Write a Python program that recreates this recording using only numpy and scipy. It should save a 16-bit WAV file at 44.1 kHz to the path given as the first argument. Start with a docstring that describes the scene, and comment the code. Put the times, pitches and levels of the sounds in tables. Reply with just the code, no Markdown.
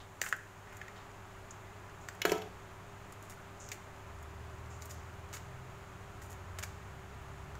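"""A steel kitchen sink, a fan humming behind it. Close to the microphone, hands pull a raw crab apart:
flesh squelches, wet tissue tears and the shell cracks. Just after two seconds the top shell snaps off
and clatters into the basin, which thuds and rings. From about three seconds a distant engine comes in
and slowly gathers speed, booming in the room. Small pieces go on cracking, and near five and a half
and six and a half seconds scraps land in a plastic bag."""
import sys
import numpy as np
from scipy import signal
from scipy.fft import rfft, irfft
from scipy.io import wavfile

SR = 44100
rng = np.random.default_rng(int(sys.argv[2]) if len(sys.argv) > 2 else 0)


def unload_wav(signal):
    """Save mono or channel-first audio to the path in sys.argv[1] as 16-bit WAV at rate SR, clipped to [-1, 1]."""
    wavfile.write(
        sys.argv[1],
        SR,
        np.round(np.clip(np.atleast_2d(signal).T, -1, 1) * 32767).astype(np.int16),
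    )


N = 334719


def amp(db):
    """Decibels to gain."""
    return 10 ** (np.asarray(db) / 20)


def unit(x):
    """Scales to rms 1."""
    return x / np.sqrt(np.mean(x ** 2) + 1e-20)


def unit_attack(x):
    """Scales a short sound to rms 1 over its first 10 ms."""
    return x / np.sqrt(np.mean(x[:SR // 100] ** 2) + 1e-20)


def curve_at(points, hz):
    """Interpolates a table on a log-frequency axis."""
    point_hz, value = np.transpose(points)
    return np.interp(np.log(hz + 1), np.log(point_hz), value)


def add(mix, start, sound):
    """Mixes a sound in at a start time in seconds."""
    part = mix[max(round(start * SR), 0):][:len(sound)]
    part += sound[:len(part)]


def band(x, lo_hz, hi_hz, order=2):
    """Causal band-pass."""
    sections = signal.butter(order, [lo_hz, min(hi_hz, SR / 2 - 1)], "band", fs=SR, output="sos")
    return signal.sosfilt(sections, x)


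def resonate(x, hz, width_hz):
    """One resonance of gain 1."""
    return signal.lfilter(*signal.iirpeak(hz, hz / width_hz, fs=SR), x)


def drift(rate_hz):
    """Slow random wandering of rms 1."""
    hz = np.fft.rfftfreq(N, 1 / SR)
    return unit(irfft(rfft(rng.standard_normal(N)) * np.exp(-(hz / rate_hz) ** 2) * (hz > 0), N))


# Air from the fan behind the sink. Each row: frequency in Hz, relative spectral density in dB.
FAN_AIR = [(25, -1), (55, -1.3), (90, -1), (135, -1.5), (230, -10), (340, -8.5), (490, -12), (620, -7),
           (1250, -7), (1800, -12.5), (2600, -17.5), (3600, -24.5), (5000, -32.5), (9000, -49.5)]
# Its duct resonances. Each row: frequency in Hz, level in dB, width in Hz.
DUCT_TONES = [(188, -67.5, 3.4), (261, -77, 6.9), (393.3, -62.5, 25), (586.4, -72.5, 9.1), (990, -73, 17.2)]
# The fan comes up gently in the first second. Each row: time in seconds, gain in dB.
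FAN_SWELL = [(0, -2), (.45, -2.6), (.85, 0), (7.59, 0.42)]

def fan(air_db=-52.5, mains_db=-57.5, mains_hz=100):
    """Steady rushing air with a mains hum and a few wavering duct resonances."""
    t, hz = np.arange(N) / SR, np.fft.rfftfreq(N, 1 / SR)
    air = unit(irfft(rfft(rng.standard_normal(N)) * amp(curve_at(FAN_AIR, hz)), N))
    out = amp(air_db) * air
    out += amp(mains_db) * np.sqrt(2) * np.sin(2 * np.pi * mains_hz * t)
    for centre_hz, db, width in DUCT_TONES:
        wavering_hz = centre_hz + width / 2 * drift(1 + width)
        out += amp(db) * np.sqrt(2) * np.sin(2 * np.pi * np.cumsum(wavering_hz) / SR)
    return out * amp(np.interp(t, *np.transpose(FAN_SWELL)))


# Wet flesh sucks air as it parts, close to the microphone.
# Each row: start in seconds, length in seconds, level in dB, pitch in Hz.
FLESH_SQUELCHES = [(.001, 0.063, -65.5, 3380), (0.663, 0.46, -64.5, 1840), (0.958, .11, -68, 3420),
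                   (1.508, 0.011, -59.5, 6400), (2.01, 0.12, -79, 6500), (3.596, 0.15, -68, 6440),
                   (4.7, 0.127, -75, 6400), (4.928, 0.16, -76, 5500)]

def squelches(bubbles_per_s=2500, relative_width=0.46):
    """Tiny bubbles burst in a narrowing wet gap: a quick rise and a slower fade."""
    out = np.zeros(N)
    for start, length, db, hz in FLESH_SQUELCHES:
        progress = np.linspace(0, 1, round(length * SR))
        pops = rng.standard_normal(len(progress)) * (rng.random(len(progress)) < bubbles_per_s / SR)
        fizz = resonate(resonate(pops, hz, relative_width * hz), hz, relative_width * hz)
        envelope = np.minimum(progress / 0.031, 1) * (1 - progress)
        add(out, start, amp(db) * unit(fizz * envelope))
    return out


def wet_fingers(ticks_per_s=7, db=-47):
    """Wet fingers make faint stray ticks all along."""
    sizes = amp(2.8 * np.minimum(rng.exponential(1, N), 2))
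    ticks = sizes * (rng.random(N) < ticks_per_s / SR)
    return amp(db) * band(ticks, 2500, 6700)


# Pulls that tear tissue and chip the shell, close up.
# Each row: start in seconds, length in seconds, level in dB.
PULLS = [(0.212, 0.12, -57), (0.721, 0.15, -79), (2.128, .05, -75.5), (2.246, 0.14, -58.5),
         (3.227, 0.07, -75), (3.29, 0.074, -65), (3.725, 0.042, -63), (4.813, 0.089, -68.5),
         (4.892, 0.064, -63.5), (5.335, 0.055, -60), (6.215, 0.11, -68.5), (6.299, 0.053, -64),
         (6.586, .02, -57), (6.629, 0.025, -54)]

def tearing(fibres_per_s=1000, unevenness_db=5):
    """Wet fibres part one after another in a fine crackle that fades through each pull."""
    out = np.zeros(N)
    for start, length, db in PULLS:
        count = round(length * SR)
        progress = np.linspace(0, 1, count)
        sizes = amp(unevenness_db * np.minimum(rng.exponential(1, count), 3))
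        snaps = sizes * rng.choice([-1, 1], count) * (rng.random(count) < fibres_per_s / SR)
        crackle = band(snaps, 5500, 17500, order=1)
        envelope = np.minimum(progress / 0.041, 1) * (1 - progress)
        add(out, start, amp(db) * unit(crackle * envelope))
    return out


def chip_rows(chips_per_s=40, ring_db=6, snap_db=8, scatter_db=5,
              low_hz=1440, high_hz=2030, crumble_s=0.0027):
    """Rows for fractures(): faint breaks at random in each pull, weaker as the tissue gives way."""
    rows = []
    for start, length, db in PULLS:
        count = max(round(chips_per_s * length), 1)
        for progress, pitch, weakness in rng.random((count, 3)):
            level = db - scatter_db * weakness + 10 * np.log10(1 - progress)
            hz = low_hz + pitch * (high_hz - low_hz)
            rows.append((start + progress * length, level + ring_db, level + snap_db, hz, crumble_s))
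    return rows


def fractures(rows, ring_db, snap_db, fizz_db, knock_db, ring_width_hz, splinters_per_s, splinter_size):
    """Each break is a jolt and a dying run of splinters; they ring the piece and radiate a snap."""
    out, t = np.zeros(N), np.arange(SR // 20) / SR
    for start, ring, snap, hz, crumble_s in rows:
        sizes = splinter_size * rng.standard_normal((2, len(t)))
        splinters = rng.random(len(t)) < splinters_per_s / SR
        jolts = sizes * splinters * np.exp(-t / crumble_s)
        jolts[:, 0] = 1  # the opening jolt
        force, crackle = band(jolts[0], hz / 2, hz * 1.67), jolts[1]
        # the curved plate has a close pair of modes; the lower one rings longer
        body = resonate(force, hz, ring_width_hz)
        body += amp(-5) * resonate(force, hz * 0.955, ring_width_hz / 2)
        recoil = band(crackle, 440, 1020)  # the whole piece knocks
        sound = amp(ring + ring_db) * unit_attack(body)
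        sound += amp((ring + snap) / 2 + knock_db) * unit_attack(recoil)
        sound += amp(snap + snap_db) * unit_attack(band(crackle, 2600, 8700))
        sound += amp(snap + fizz_db) * unit_attack(band(crackle, 8500, 17000))
        add(out, start, sound)
    return out


# The main breaks of the shell, right at the microphone. Each row: start in seconds,
# relative ring and snap levels in dB, ring pitch in Hz, crumbling time in seconds.
SHELL_BREAKS = [(0.2161, -36.5, -33, 1820, 0.00067), (0.2365, -41.5, -64, 1680, 0.0084),
                (0.2628, -42.5, -49, 1710, 0.011), (0.3263, -30, -46, 1630, 0.0019),
                (0.7259, -54, -63, 1540, 0.0046), (0.815, -45.5, -61, 1800, .0025),
                (0.882, -52, -61, 1920, .0025), (2.0868, -45, -46.5, 1720, 0.0023),
                (3.6891, -61, -50, 1570, .0015), (3.7171, -45.5, -42.5, 2220, 0.0046),
                (4.8215, -62, -50, 2150, .003), (4.9083, -58, -48.5, 1600, 0.0051),
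                (7.5528, -57.5, -60, 1550, 0.002)]

def shell_cracks():
    """The shell gives way in the hands; breaks and small chips each ring briefly at their own pitch."""
    return fractures(SHELL_BREAKS + chip_rows(), ring_db=1.5, snap_db=-5, fizz_db=-8.5, knock_db=-11,
                     ring_width_hz=360, splinters_per_s=6000, splinter_size=0.74)


# Thin, high ticks of membranes snapping, close up. Each row: start in seconds, relative level in dB.
MEMBRANE_SNAPS = [(0.289, -47.5), (0.364, -57.5), (0.769, -56), (2.1496, -64), (3.1234, -55.5),
                  (3.2257, -58), (3.298, -57), (4.2276, -61.5), (4.856, -52.5)]

def membranes(gain_db=-4, fade_s=0.0033):
    """A wet film lets go: a few milliseconds of fine spray with no ring."""
    out, t = np.zeros(N), np.arange(SR // 20) / SR
    for start, db in MEMBRANE_SNAPS:
        spray = rng.standard_normal(len(t)) * np.exp(-t / fade_s)
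        add(out, start, amp(db + gain_db) * unit_attack(band(spray, 6500, 16500, order=1)))
    return out


# The top shell bounces in the basin, below the microphone. Each row: start in seconds,
# relative ring and snap levels in dB, ring pitch in Hz, crumbling time in seconds.
SHELL_BOUNCES = [(2.2173, -34, -43, 2580, 0.0023), (2.252, -26.5, -37.5, 1700, 0.0026),
                 (2.2957, -40, -64, 2680, 0.0038), (2.3186, -37.5, -41, 1710, 0.0024),
                 (2.3806, -67, -59, 2130, 0.0021), (2.418, -49.5, -59, 2800, 0.0047)]

def shell_clatter():
    """The loose shell hits the steel with a bright, splintery clack at each bounce."""
    return fractures(SHELL_BOUNCES, ring_db=-1.5, snap_db=-1.5, fizz_db=-1.5, knock_db=-12,
                     ring_width_hz=830, splinters_per_s=5700, splinter_size=1.5)


# Modes of the hollow top shell. Each row: frequency in Hz, relative level in dB, t60 in seconds.
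SHELL_MODES = [(1440, -5, 0.082), (1600, 7.5, 0.05), (2250, -2, 0.06), (2550, -4, 0.06), (2940, 2, 0.089),
               (3310, -7, 0.11), (4330, -2, 0.055)]

def hollow_shell(gain_db=-6.5, contact_s=0.00134):
    """Every bounce rings the top shell; each point of contact favours other modes."""
    out, t = np.zeros(N), np.arange(SR // 4) / SR
    attack = 1 - np.exp(-t / contact_s)
    for start, ring, snap, *_ in SHELL_BOUNCES:
        shares = rng.uniform(0.45, 1.4, len(SHELL_MODES)) * rng.choice([-1, 1], len(SHELL_MODES))
        modes = sum(share * amp(db - 60 * t / t60) * np.sin(2 * np.pi * hz * t)
                    for share, (hz, db, t60) in zip(shares, SHELL_MODES))
        add(out, start, amp((ring + snap) / 2 + gain_db) * modes * attack)
    return out


# The shell's two heavy blows on the basin floor.
# Each row: start in seconds, relative level in dB, contact time in seconds.
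BASIN_BLOWS = [(2.2516, -25, 0.0013), (2.319, -24.5, 0.0016)]
# Modes of the steel basin. Each row: frequency in Hz, relative level in dB, t60 in seconds.
BASIN_MODES = [(184.9, -1.5, 0.45), (296, -1, 0.15), (364, -7, 0.47), (431, 2, 0.37), (542, -14, .33),
               (675.6, 1, 0.24), (688, -4, 0.23), (759, -4.5, 0.41), (935, -4.5, 0.24), (1314, -9, .27)]

def basin(thud_db=-2, ring_db=-12, sheet_db=-14, sheet_t60=0.31):
    """Each blow dents the steel floor for a few cycles and leaves its modes ringing."""
    out, t = np.zeros(N), np.arange(SR * 3 // 4) / SR
    ring = sum(amp(db - 60 * t / t60) * np.sin(2 * np.pi * hz * t) for hz, db, t60 in BASIN_MODES)
    ring *= 1 - np.exp(-t / 0.0058)
    for start, db, contact_s in BASIN_BLOWS:
        push = np.exp(-t / contact_s) - np.exp(-2 * t / contact_s)
        thud = resonate(band(push, 420, 2500), hz=410, width_hz=200)
        thud -= resonate(thud, hz=238, width_hz=110)  # the sheet hardly moves between its lowest modes
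        # the many weaker modes of the sheet blur into a short rattle
        rattle = band(rng.standard_normal(len(t)), 380, 4000, order=6)
        sheet = unit(band(rattle, 290, 850, order=1)) * amp(-60 * t / sheet_t60)
        blow = amp(thud_db) * unit_attack(thud) + amp(ring_db) * ring + amp(sheet_db) * sheet
        add(out, start, amp(db) * blow)
    return out


# A distant engine, heard through the walls. Each entry: a multiple of the shaft speed.
SHAFT_ORDERS = (3, 4, 6, 8)
# Low resonances of the room. Each row: frequency in Hz, level in dB, width in Hz.
ROOM_BOOMS = [(69.5, -53.5, 5.2), (76.4, -52.5, 6), (81.4, -52.5, 4), (88.5, -48.5, 1.3),
              (118.3, -55.5, 4.4), (126.4, -52.5, 2.9), (136.9, -56, 4), (169, -65, 6)]

def engine(start_s=3.5, start_hz=17.62, top_hz=26.7, speed_up_s=4.4, fade_s=0.67,
           rumble_db=-68, rumble_growth_db=12, waver_db=1):
    """The shaft speeds up over a growing rumble; each order booms as it climbs through a resonance."""
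    since = np.arange(N) / SR - start_s
    shaft_hz = top_hz + (start_hz - top_hz) * np.exp(-since / speed_up_s)
    shaft_turns = np.cumsum(shaft_hz) / SR
    progress = np.maximum(since / since[-1], 0)
    rumble = unit(band(rng.standard_normal(N), 52, 169, order=3))
    rumble_fade = np.clip(1 + since / fade_s, 0, 1)  # the rumble arrives ahead of the tones
    tone_fade = np.clip(since / fade_s, 0, 1) ** 2
    out = amp(rumble_db + rumble_growth_db * progress ** 4) * rumble * rumble_fade
    for order in SHAFT_ORDERS:
        boom_power = sum(amp(db) ** 2 / (1 + 2 * ((order * shaft_hz - hz) / width) ** 2) ** 2
                         for hz, db, width in ROOM_BOOMS)
        tone = np.sqrt(2) * np.sin(2 * np.pi * (order * shaft_turns + rng.random()))
        out += np.sqrt(boom_power) * amp(waver_db * drift(3.2)) * tone * tone_fade
    return out


# Scraps land in the plastic bag, below the hands. 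Each row: start in seconds,
# relative ring and snap levels in dB, ring pitch in Hz, crinkling time in seconds.
BAG_LANDINGS = [(5.329, -56, -53, 1600, 0.0053), (5.3365, -49.5, -49, 1750, 0.011),
                (5.368, -52.5, -57, 1680, 0.0039), (6.587, -46.5, -47.5, 1460, 0.0043),
                (6.6275, -47.5, -49, 1710, 0.0027), (6.6364, -47.5, -50, 1780, 0.0033)]

def plastic_bag():
    """Each scrap crinkles the plastic: a run of tiny snaps with hardly any ring."""
    return fractures(BAG_LANDINGS, ring_db=1, snap_db=-2, fizz_db=-6, knock_db=-10,
                     ring_width_hz=2200, splinters_per_s=4200, splinter_size=1.5)


# The tiled kitchen around the microphone. Each row: frequency in Hz, t60 in seconds.
KITCHEN_DECAY = [(150, 0.7), (500, 0.39), (1700, 0.42), (7000, 0.49), (15000, 0.34)]

def sink_and_room(x, wall_db, wall_t60, room_db):
    """The basin walls answer within milliseconds; the tiled kitchen adds a soft tail."""
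    count = SR * 3 // 4
    t = np.arange(count) / SR
    signs = rng.choice([-1., 1.], (2, count))
    walls = signs[0] * (rng.random(count) < 1500 / SR) * (t > 0.0012) * amp(-60 * t / wall_t60)
    reflections = signs[1] * (rng.random(count) < 4000 / SR) * (t > 0.008)
    hz, frame_s, spectrum = signal.stft(reflections, SR, nperseg=256)
    decay = amp(-60 * frame_s / curve_at(KITCHEN_DECAY, hz)[:, None])
    tail = signal.istft(spectrum * decay, SR, nperseg=256)[1][:count]
    echo = amp(wall_db) * walls / np.linalg.norm(walls) + amp(room_db) * tail / np.linalg.norm(tail)
    return x + signal.fftconvolve(x, echo)[:N]


def scene():
    """One microphone: hands close by, basin floor and bag further down, fan and engine behind."""
    near = shell_cracks() + squelches() + tearing() + membranes() + wet_fingers()
    below = shell_clatter() + plastic_bag() + basin() + hollow_shell()
    out = sink_and_room(near, wall_db=-7, wall_t60=0.066, room_db=-11.5)
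    out += sink_and_room(below, wall_db=-5, wall_t60=0.034, room_db=-10.5)
    return (out + fan() + engine())[None]


def record(dry, hiss_db=-71, port_hz=6900, port_width_hz=1100, port_db=9, cutoff_hz=15700):
    """A small microphone with a little hiss, a resonant port and a steep treble limit."""
    x = dry + amp(hiss_db) * rng.standard_normal(dry.shape)
    x += amp(port_db) * resonate(x, port_hz, port_width_hz)
    low_pass = signal.firwin(401, cutoff_hz, window=("kaiser", 8), fs=SR)
    return signal.oaconvolve(x, low_pass[None], "same")


dry = scene()
out = record(dry)
unload_wav(out)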